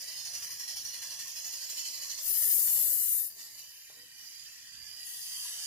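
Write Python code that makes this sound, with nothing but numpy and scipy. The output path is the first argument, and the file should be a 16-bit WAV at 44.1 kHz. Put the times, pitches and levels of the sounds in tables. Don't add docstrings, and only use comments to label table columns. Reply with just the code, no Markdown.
import sys
import numpy as np
from scipy import signal
from scipy.fft import rfft, irfft, dct, next_fast_len
from scipy.io import wavfile
from scipy.ndimage import uniform_filter1d, map_coordinates

SR = 44100
rng = np.random.default_rng(int(sys.argv[2]) if len(sys.argv) > 2 else 0)


def output_pcm(signal):
    pcm = np.clip(np.atleast_2d(signal).T, -1, 1) * 32767
    wavfile.write(sys.argv[1], SR, np.round(pcm).astype(np.int16))


def invert_db(level):
    return 10 ** (np.asarray(level, dtype=float) / 20)


N = 249606


def unit(x):
    return x / np.sqrt(np.mean(x ** 2) + 1e-20)


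def along(points, hz, above_db=-120):
    f, v = np.transpose(points)
    return np.interp(np.log(hz + 1), np.log(f + 1), v, right=above_db)


def curves(rows, outside=None):
    s, *cols = np.transpose(rows)
    return [np.interp(np.arange(N) / SR, s, c, outside, outside) for c in cols]


def swells(rows):
    t = np.arange(N) / SR
    total = 0
    for s, db, rise, fall in rows:
        total = total + invert_db(db) * np.exp(-np.where(t < s, ((s - t) / rise) ** 2, (t - s) / fall))
    return total


def wobble(rate):
    return map_coordinates(rng.standard_normal(int(N * rate / SR) + 4), [np.arange(N) * rate / SR])


def filtered(x, response):
    m = next_fast_len(N + 4096)
    return irfft(rfft(x, m) * response(np.fft.rfftfreq(m, 1 / SR)), m)[..., :N]


def blur(v, size):
    over_bins = uniform_filter1d(v, size=size[0], axis=-2)
    return unit(uniform_filter1d(over_bins, size=size[1], axis=-1))


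def shimmer(shape, shared):
    own = rng.standard_normal((2, 2, *shape))
    common = rng.standard_normal((2, 1, *shape))
    real, imag = blur(own + shared * common, size=(2, 14))
    return real + 1j * imag


def turbulence(alike, scatter, spit_db):
    a, b = signal.stft(rng.standard_normal((2, N)), nperseg=1024)[2]
    patches_db = .7 * blur(rng.standard_normal(a.shape), size=(12, 6))
    angle = np.arccos(np.clip(alike, 0, 1)) / 2
    z = np.array([np.cos(angle) * a + np.sin(angle) * b, np.cos(angle) * a - np.sin(angle) * b])
    z = z * invert_db(patches_db) * (1 + scatter * shimmer(a.shape, shared=0.99))
    pair = signal.istft(z, nperseg=1024)[1][:, :N]
    return pair * invert_db(spit_db * (wobble(25) + .7 * wobble(300)))


# (frequency [Hz], gain [dB])
PORT_RESPONSE = [
    [(1000, -0.5), (1350, -6), (1650, 2), (1880, 15.5), (2200, 0.5), (2600, -0.5), (3000, 11), (3300, -2.5), (3550, 11.5), (4000, 1), (4300, 2)],
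    [(1000, -2.5), (1300, -7), (1900, 3.5), (2200, -1), (2950, 2), (3600, -3), (4100, 4.5), (4780, 3.5), (5200, 3), (5500, 2.5)],
]


def heard(spectra, echoes, alike, lag_ms, scatter, spit_db):
    pair = turbulence(alike, scatter, spit_db)

    def delay(hz, ms):
        return np.exp(-2j * np.pi * hz * ms / 1000)

    def path(hz, c):
        colour = invert_db(along(spectra[c], hz) + along(PORT_RESPONSE[c], hz, above_db=1.5))
        comb = 1 + sum(echo[2 + c] * delay(hz, echo[c]) for echo in echoes)
        return colour * comb * delay(hz, lag_ms * (1 - c))

    return unit(filtered(pair, lambda hz: [path(hz, c) for c in range(2)]))


def played(rows, jet, split_hz, body_db, fizz_db, body_db_per_s, fizz_db_per_s):
    flow_db = curves(rows, -120)[0]
    since = np.arange(N) / SR - rows[0][0]

    def below_split(hz):
        return 1 / (1 + (hz / split_hz) ** 16)

    body = unit(filtered(jet, lambda hz: hz ** 4 / (hz ** 4 + 900 ** 4) * below_split(hz)))
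    fizz = unit(filtered(jet, lambda hz: 1 - below_split(hz)))
    body_gain = invert_db(body_db + body_db_per_s * since)
    fizz_gain = invert_db(fizz_db + fizz_db_per_s * since)
    return invert_db(flow_db) * (body_gain * body + fizz_gain * fizz)


# (time [s], level [dB])
ENGINE_FLOW = [(0, -37), (.6, -43.5), (1.8, -39.5), (2.3, -41.5), (2.7, -46), (3.25, -44.5), (3.335, -62),
               (3.4, -42.5), (3.49, -46), (3.53, -51), (3.59, -48), (3.65, -53.5), (3.72, -59), (3.9, -102)]
# (time [s], rate [strokes/s])
STROKE_RATE = [(0, 11.65), (1.2, 11.75), (2.0, 12.45), (2.9, 11.7)]
STROKE_LEVELS = [-17, -11.5, -10.5, -5, -4, -4, -3, -0.5, -3, -3.5, -5.5, -3, -7, -5, -11.5, -6, -5.5, -7,
                 -9, -6, -5.5, -7, -9, -6.5, -5, -7, -8.5, -5.5, -10, -6.5, -8.5, -3, -6.5, -7]
# (time [s], level [dB])
LAST_STROKES = [
    (3.377, -17),
    (3.5823, -4.5),
]


def steam():
    first_stroke_s, stall_s = 0.168, 2.8
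    turned = np.cumsum(curves(STROKE_RATE)[0]) / SR
    number = np.floor(turned - turned[round(first_stroke_s * SR)])
    at = np.flatnonzero(np.diff(number[:round(stall_s * SR)]))
    kicks = np.zeros(N)
    kicks[at] = invert_db(np.resize(STROKE_LEVELS, len(at)))
    for s, db in LAST_STROKES:
        kicks[round(s * SR)] = invert_db(db)
    t = np.arange(SR // 4) / SR
    puff = (1 - np.exp(-t / 0.0055)) * np.exp(-t / 0.051)
    early = round(SR / 170)
    puffs = signal.fftconvolve(kicks, puff)[early:][:N]
    return invert_db(curves(ENGINE_FLOW)[0]) * (0.32 + 1.2 * puffs)


# (time [s], share of the second position [0-1])
PHONE_DRIFT = [(0, 0.14), (.9, 0.09), (1.5, 0.68), (2.3, 0.76)]
# (frequency [Hz], density [dB per Hz])
EXHAUST_FIRST = [
    [(200, -53.5), (600, -24), (2000, -22), (3220, -14.5), (4130, -30), (4360, -39), (4710, -27.5), (5400, -1.5), (5970, -7), (6200, -13), (6550, -31), (6780, -43), (7010, -23.5), (8610, -11.5), (10110, -6), (10340, -3.5), (10800, -22.5), (11370, -6.5), (11600, -35), (11940, -13.5), (12520, -6.5), (12980, -13), (13780, -5.5), (14240, -23), (15390, -15.5), (15540, -27)],
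    [(200, -51.5), (600, -25.5), (2000, -15.5), (3220, -9), (3560, -18.5), (4130, -6.5), (5740, -3), (5970, 2.5), (6320, -11), (6430, -4), (7120, -2), (7460, -17), (8150, -18), (8380, -23.5), (8960, -34), (9300, -18), (9760, -17), (10110, -20), (10450, -25), (11370, -52), (11710, -22), (12980, -13), (14590, -35.5), (15040, -16.5), (15390, -32.5), (15540, -32.5)],
]
# (frequency [Hz], density [dB per Hz])
EXHAUST_SECOND = [
    [(200, -54), (600, -31), (2000, -24), (3220, -23), (4130, -18.5), (4480, -29), (4820, -12.5), (5740, -4.5), (6200, -17), (6430, -6.5), (7240, -18), (7460, -32.5), (7690, -2.5), (7920, -25), (8270, -2.5), (8840, -25.5), (9190, -5.5), (9530, -16.5), (10680, -15.5), (10910, -4), (11140, -18.5), (11830, -6.5), (12170, -11), (14360, -11), (15390, -32), (15540, -40)],
    [(200, -49), (600, -24), (2000, -19), (3220, -12), (3560, -13.5), (4480, -6), (5170, -6), (5510, -2.5), (5740, -17), (6090, 2.5), (6320, -8), (7120, -1), (7460, -9.5), (8380, -17), (8840, -26.5), (9420, -16), (9650, -56), (10450, -18), (11480, -39), (11710, -37), (11940, -20), (12520, -20.5), (12980, -13.5), (13900, -32.5), (15390, -12.5), (15540, -11)],
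]
# (left delay [ms], right delay [ms], left gain [ratio], right gain [ratio])
ECHOES_FIRST = [(0.996, 1.23, 0.092, 0.065), (1.449, 1.8, 0.091, 0.12), (4.402, 3.6, 0.2, 0.35)]
# (left delay [ms], right delay [ms], left gain [ratio], right gain [ratio])
ECHOES_SECOND = [(0.819, 0.899, 0.12, 0.12), (1.428, 1.639, 0.092, 0.11), (3.303, 6, 0.2, 0.2)]


def exhaust(flow):
    angle = np.clip(curves(PHONE_DRIFT)[0], 0, 1) * np.pi / 2
    first = heard(EXHAUST_FIRST, ECHOES_FIRST, alike=0.85, lag_ms=0.035, scatter=.3, spit_db=0.3)
    second = heard(EXHAUST_SECOND, ECHOES_SECOND, alike=0.75, lag_ms=0.05, scatter=.3, spit_db=0.4)
    return invert_db(6.0) * flow * (np.cos(angle) * first + np.sin(angle) * second)


# (frequency [Hz], density [dB per Hz])
RUMBLE_SPECTRUM = [(15, -58), (25, -16.5), (113, -2), (231, -17), (270, -9), (300, -14.5), (390, -60),
                   (660, -120)]
# (time [s], peak level [dB], rise [s], fall [s])
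RUMBLE_SWELLS = [(.3, -76.5, .12, 0.9), (1.0, -82, .04, 0.022), (1.21, -86, 0.041, 0.059),
                 (2.61, -73, 0.1, 0.095), (2.84, -66, 0.083, 0.061), (3.04, -77, 0.1, 0.17),
                 (4.22, -78.5, 0.067, 0.089), (4.44, -78, 0.022, 0.13), (4.71, -76.5, 0.05, 0.18),
                 (4.93, -97, 0.036, 0.67)]


def far_rumble():
    noise = heard((RUMBLE_SPECTRUM, RUMBLE_SPECTRUM), [], alike=0.75, lag_ms=0, scatter=.3, spit_db=0.5)
    return (invert_db(-78) + swells(RUMBLE_SWELLS)) * noise


# (frequency [Hz], density [dB per Hz])
BURNER_SPECTRUM = [(150, -10.5), (250, 2), (400, -2.5), (600, 5), (1100, -16), (1400, -1.5), (2500, -24)]


def burner(flow):
    idle_db, draw_db = -79.5, -28.5
    noise = heard((BURNER_SPECTRUM, BURNER_SPECTRUM), [], alike=0.5, lag_ms=0, scatter=.3, spit_db=1.0)
    return (invert_db(idle_db) + invert_db(draw_db) * flow) * noise


# (time [s], level [dB])
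VALVE_FLOW = [(2.2, -53), (2.244, -37), (2.282, -31), (2.524, -27), (3.156, -30), (3.22, -33.5),
              (3.27, -38), (3.31, -53.5), (3.38, -66)]
# (frequency [Hz], density [dB per Hz])
VALVE_SPECTRUM = [
    [(200, -67), (600, -41.5), (2000, -37.5), (3220, -32.5), (4130, -32.5), (4480, -34), (5170, -22.5), (5630, -29), (6320, -20.5), (6660, -23), (7350, -26), (7580, -18.5), (8380, -6), (8610, -17.5), (8960, -9), (9190, -19), (9420, -8.5), (10680, -3.5), (11020, -6.5), (12630, 0), (13780, -6), (14360, -4), (14930, -2), (15160, -13), (15390, -2.5), (15540, 1.5)],
    [(200, -61), (600, -30), (2000, -30.5), (3220, -35.5), (3680, -15), (3900, -32.5), (4360, -31), (4710, -30.5), (5860, -16.5), (5970, -18), (6320, -26), (6660, -9.5), (7010, -15), (7350, -8), (7690, -9.5), (8380, -14), (8610, -11.5), (9190, -10), (10570, -19), (10800, -23), (11370, -14), (14010, -13.5), (14470, -18), (14700, -17), (15390, -3.5), (15540, -7)],
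]
# (left delay [ms], right delay [ms], left gain [ratio], right gain [ratio])
VALVE_ECHOES = [(1.5, 1.7, 0.055, 0.08), (2.098, 0.9, 0.075, 0.029), (4.898, 4.2, 0.17, 0.12)]


def blowoff():
    jet = heard(VALVE_SPECTRUM, VALVE_ECHOES, alike=0.65, lag_ms=0.424, scatter=.3, spit_db=0.13)
    return played(VALVE_FLOW, jet, split_hz=9400, body_db=-9.0, fizz_db=2.5,
                  body_db_per_s=1.5, fizz_db_per_s=0.3)


# (frequency [Hz], density [dB per Hz])
FLARE_SPECTRUM = [(76, -28), (130, -5.5), (238, -4.5), (725, -1), (820, -8.5), (1500, 0.5), (1950, -38.5),
                  (3300, -120)]
# (time [s], peak level [dB], rise [s], fall [s])
FLARE_SWELLS = [
    (2.47, -61, 0.073, 0.31),
    (2.72, -65, 0.11, 0.2),
    (3.91, -65.5, 0.011, 0.05),
    (5.2, -76, 0.44, 0.63),
    (5.47, -74, 0.07, 0.31),
]


def flares():
    noise = heard((FLARE_SPECTRUM, FLARE_SPECTRUM), [], alike=0.5, lag_ms=0, scatter=.3, spit_db=0.6)
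    return swells(FLARE_SWELLS) * noise


# (frequency [Hz], density [dB per Hz])
BUFFET_SPECTRUM = [(90, -32), (150, 0.5), (300, -3), (450, -2), (650, -21.5), (1200, -120)]
# (time [s], peak level [dB], rise [s], fall [s])
BUFFET_SWELLS = [
    (2.5, -71.5, 0.098, 0.16),
    (2.8, -72.5, 0.11, .1),
    (3.08, -69.5, .08, 0.089),
    (3.26, -73.5, 0.076, .05),
    (3.39, -74.5, 0.02, 0.043),
]


def buffeting():
    noise = heard((BUFFET_SPECTRUM, BUFFET_SPECTRUM), [], alike=0.4, lag_ms=0, scatter=.4, spit_db=1.5)
    return swells(BUFFET_SWELLS) * noise


# (time [s], peak level [dB], body tone [Hz], t60 [s], brightness [0-1])
TOOL_TAPS = [(2.675, -35, 896, 0.023, 0.9), (3.361, -68.5, 400, 0.09, 0), (3.549, -73, 587, .1, 0),
             (3.635, -68, 560, .1, 0), (3.899, -45.5, 473, 0.019, 0.32), (3.968, -66, 285, 0.38, 0.05),
             (3.986, -47, 1520, 0.022, 0.66), (3.998, -49, 1570, 0.013, 0.7), (4.03, -62.5, 294, 0.17, 0.3),
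             (4.199, -43, 1787, 0.0078, 0.34), (5.454, -51, 990, 0.058, 0)]


def taps():
    out, t = np.zeros(N + SR), np.arange(SR // 4) / SR
    onset = 1 - np.exp(-t / 0.0012)
    for s, db, hz, t60, bright in TOOL_TAPS:
        noise = rng.standard_normal(len(t))
        rattle = unit(uniform_filter1d(noise, size=24))
        modes = sum(g * np.sin(2 * np.pi * hz * k * t) for k, g in [(1, 0.89), (1.7, 0.96), (2.4, .2)])
        body = (modes + 0.76 * bright * rattle) * invert_db(-60 * t / t60)
        ring = np.sin(2 * np.pi * max(hz, 1850) * t) * invert_db(-60 * t / 0.018)
        crack = ring + 0.69 * noise * invert_db(-60 * t / 0.0059)
        out[round(s * SR):][:len(t)] += invert_db(db) * onset * ((1 - bright) * body + bright * crack)
    thinned = filtered(out[:N], lambda hz: hz ** 6 / (hz ** 6 + 210 ** 6))
    return thinned * invert_db([[1.2], [-1.2]])


# (time [s], level [dB])
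GLAND_FLOW = [(3.3, -55.5), (3.335, -62), (3.394, -57.5), (3.67, -56), (4.142, -57), (4.208, -53.5),
              (4.8, -52.5), (5.0, -50), (5.2, -58)]
# (frequency [Hz], density [dB per Hz])
GLAND_SPECTRUM = [
    [(200, -49), (600, -26.5), (2000, -17), (3220, -15.5), (3900, -24), (4020, -17), (5280, -14), (6200, -12), (6660, -17), (7120, -16), (7350, -31), (7810, -12), (8380, -16), (8840, -28), (9070, -12.5), (9990, -22), (10910, -4), (11480, -13), (12290, -12.5), (12630, -7), (13550, -26), (13780, -8.5), (14700, -28), (15160, -20), (15390, -27), (15540, 4)],
    [(200, -46), (600, -23.5), (2000, -16), (3220, -10), (3450, -21.5), (4020, -12), (4250, -12.5), (4480, -15), (4820, 2), (5280, -16), (5510, -3.5), (5860, -18), (6090, -1.5), (6430, -9), (7120, -5), (7350, -12), (8040, -27), (8380, -9), (9650, -38), (10110, -12), (10570, -69), (11140, -22.5), (13900, -15), (14700, -34), (15390, -21), (15540, -10)],
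]
# (left delay [ms], right delay [ms], left gain [ratio], right gain [ratio])
GLAND_ECHOES = [(0.72, 1.295, 0.04, 0.15), (1.197, 1.805, 0.17, 0.13), (2.3, 2.974, .15, .15)]


def gland_leak():
    jet = heard(GLAND_SPECTRUM, GLAND_ECHOES, alike=0.7, lag_ms=0.083, scatter=.3, spit_db=0.6)
    return played(GLAND_FLOW, jet, split_hz=10960, body_db=6.0, fizz_db=4.0,
                  body_db_per_s=-0.7, fizz_db_per_s=-9.5)


# (time [s], level [dB])
COCK_FLOW = [(4.8, -68.5), (5.03, -55), (5.074, -45.5), (5.236, -44), (5.474, -41.5), (5.57, -43),
             (5.66, -42.5)]
# (frequency [Hz], density [dB per Hz])
COCK_SPECTRUM = [
    [(200, -53), (600, -18.5), (2000, -19), (3220, -16.5), (3330, -12), (3560, -16.5), (3900, -14), (4590, -7), (5050, -13), (5170, -8), (5280, -7), (5510, -19), (5970, -16), (6320, -4), (7240, -19), (9880, -3), (10220, 1), (10570, -4), (11020, 5), (11370, -4.5), (12060, -9.5), (13210, -1), (14010, -12), (14590, -20), (15390, -11), (15540, -22)],
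    [(200, -48), (600, -17), (2000, -16.5), (3220, -5), (3450, -11), (3560, -15), (3790, -10.5), (4020, -16), (4820, 0.0), (5280, -5.5), (5510, -4), (5860, -4), (6090, -4.5), (6430, 0.5), (6660, -3.5), (7690, -7.5), (8150, -8.5), (10680, -12), (11940, -9), (13090, -15), (13320, -22), (13900, -14), (14470, -19), (14700, -4), (15390, -11), (15540, -4)],
]
# (left delay [ms], right delay [ms], left gain [ratio], right gain [ratio])
COCK_ECHOES = [(.95, 1.673, 0.028, 0.14), (1.7, 0.764, 0.048, 0.073), (2.4, 7.2, 0.1, 0.074)]


def reopened_cock():
    jet = heard(COCK_SPECTRUM, COCK_ECHOES, alike=0.6, lag_ms=.12, scatter=.2, spit_db=0.1)
    return played(COCK_FLOW, jet, split_hz=9600, body_db=-1, fizz_db=6.0,
                  body_db_per_s=5.5, fizz_db_per_s=-13.0)


# (time [s], centre [Hz], depth [dB])
SLIDING_NULLS = [
    [(0, 3800, -2), (1.4, 3750, 12), (2.25, 3620, 7.5), (2.45, 3770, 7), (3.05, 3904, 4.5), (3.2, 3400, 9), (4.0, 3360, 15), (4.15, 3970, 4), (4.75, 3800, 9), (5.1, 3860, 5.5), (5.3, 3600, 5), (5.45, 4130, 5), (5.66, 4220, 5)],
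    [(0, 2140, 4), (1.3, 2210, 7), (2.3, 2220, 3), (2.7, 2230, 3), (3.3, 2350, 11), (3.6, 2206, 3), (4.05, 2196, 3.5), (5.66, 2225, 3)],
    [(0, 8040, 12), (.7, 8130, 3), (1.1, 8200, 12), (2.2, 8520, 20), (3.0, 8650, 13), (3.5, 8570, 5), (4.0, 7600, 3), (4.4, 8300, -14), (5.66, 8100, 6)],
    [(0, 6230, 7), (2.2, 6270, -5), (3.2, 6250, 17), (3.4, 6460, 4), (3.95, 5850, 10), (4.2, 6930, 9), (4.5, 6430, -10), (5.66, 6500, 10.5)],
]
# (frequency [Hz], share of the direct sound [ratio])
SHIFTING_ECHOES = [(300, .25), (1500, .45), (2500, .8), (6500, .85), (9000, .6), (16000, .35)]


def reflected(x):
    hz, t, z = signal.stft(x, SR, nperseg=1024)
    loss_db = 0
    for rows in SLIDING_NULLS:
        s, centre, depth = np.transpose(rows)
        wander = 1 + .012 * np.interp(t, np.arange(N) / SR, wobble(7))
        offset_hz = hz[:, None] - np.interp(t, s, centre) * wander
        loss_db = loss_db + abs(np.interp(t, s, depth)) * np.exp(-(offset_hz / 100) ** 2)
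    share = along(SHIFTING_ECHOES, hz, above_db=0)[:, None]
    echoes = (1 + share * shimmer(z.shape[1:], shared=2)) / np.sqrt(1 + 2 * share ** 2)
    return signal.istft(z * invert_db(-loss_db) * echoes, SR, nperseg=1024)[1][:, :N]


# (centre [Hz], width [Hz], gain [dB])
CASE_RESONANCES = [(1073, 69, 4.5), (2142, 110, -1.5), (3606, 110, -2), (4810, 190, 2), (8650, 270, 0)]


def phone_case(x):
    def response(hz):
        return invert_db(sum(db * np.exp(-((hz - centre) / wide) ** 2) for centre, wide, db in CASE_RESONANCES))

    return filtered(x, response)


def scene():
    flow = steam()
    garden = far_rumble() + burner(flow) + flares() + buffeting()
    jets = exhaust(flow) + blowoff() + gland_leak() + reopened_cock()
    port_gain = invert_db([[-3], [1.8]])
    return phone_case(reflected(jets + port_gain * garden) + taps())


# (frequency [Hz], level under the overall level [dB])
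OVERALL_MASK = [(300, -46), (1200, -36), (2200, -19), (3500, -12), (6000, -7), (9000, -8), (12000, -11),
                (14800, -10), (15200, 4), (16000, 4)]
# (frequency [Hz], level against theirs [dB])
NEARBY_MASK = [(300, -6), (1200, -5.5), (1600, -6), (2100, -1), (3700, -2), (5000, -4), (8500, -1),
               (12000, -4.5), (16000, 1)]


def masked(dry):
    hop, shift, top = 1024, 633, 724
    count = (N + shift) // hop + 1
    window = np.sin(np.pi * (np.arange(2 * hop) + .5) / (2 * hop))
    padded = np.pad(dry, ((0, 0), (shift, 3 * hop)))[:, :(count + 1) * hop]
    blocks = padded.reshape(2, -1, hop)
    frames = np.concatenate([blocks[:, :-1], blocks[:, 1:]], axis=2) * window
    a, b, c, d = np.split(frames, 4, axis=2)
    z = dct(np.concatenate([-c[..., ::-1] - d, a - b[..., ::-1]], axis=2), type=4, norm="ortho")

    edges = np.r_[0:40:4, 40:96:8, 96:144:12, 144, 160, 176, 196, 216, 240, 264, 292, 320:hop:32]
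    band = np.searchsorted(edges, np.arange(hop), side="right") - 1
    hz = (edges + 2) * SR / (2 * hop)
    power = np.add.reduceat(z ** 2, edges, axis=2) / np.bincount(band)
    power = uniform_filter1d(power, size=3, axis=1)
    nearby = uniform_filter1d(power.mean(axis=0), size=5, axis=1)
    overall = np.mean(z ** 2, axis=(0, 2))[:, None]
    hidden = invert_db(along(OVERALL_MASK, hz)) ** 2 * overall + invert_db(along(NEARBY_MASK, hz)) ** 2 * nearby
    chance = rng.standard_normal(power.shape) + 1.5 * rng.standard_normal(nearby.shape)
    budget_db = 3 * unit(uniform_filter1d(chance, size=4, axis=1))
    step = (np.sqrt(abs(hidden)) * invert_db(budget_db))[..., band] + 1e-9

    paired = (abs(np.log(power[0] / power[1])) < 1.1)[:, band]

    def swap(v):
        return np.where(paired, np.array([v[0] + v[1], v[0] - v[1]]) / np.sqrt(2), v)

    z = swap(z)
    rounded = np.sign(z) * step * np.floor(abs(z / step) ** .75 + .4054) ** (4 / 3)
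    z = swap(rounded) * (np.arange(hop) < top)
    u, v = np.split(dct(z, type=4, norm="ortho"), 2, axis=2)
    frames = np.concatenate([v, -v[..., ::-1], -u[..., ::-1], -u], axis=2) * window
    heads, tails = np.split(frames, 2, axis=2)
    heads[:, 1:] += tails[:, :-1]
    return heads.reshape(2, -1)[:, shift:shift + N]


def band_limit(x):
    return signal.sosfilt(signal.butter(12, 16580, fs=SR, output="sos"), x)


def record(dry):
    mix = masked(dry)
    return band_limit(mix)


dry = scene()
out = record(dry)
output_pcm(out)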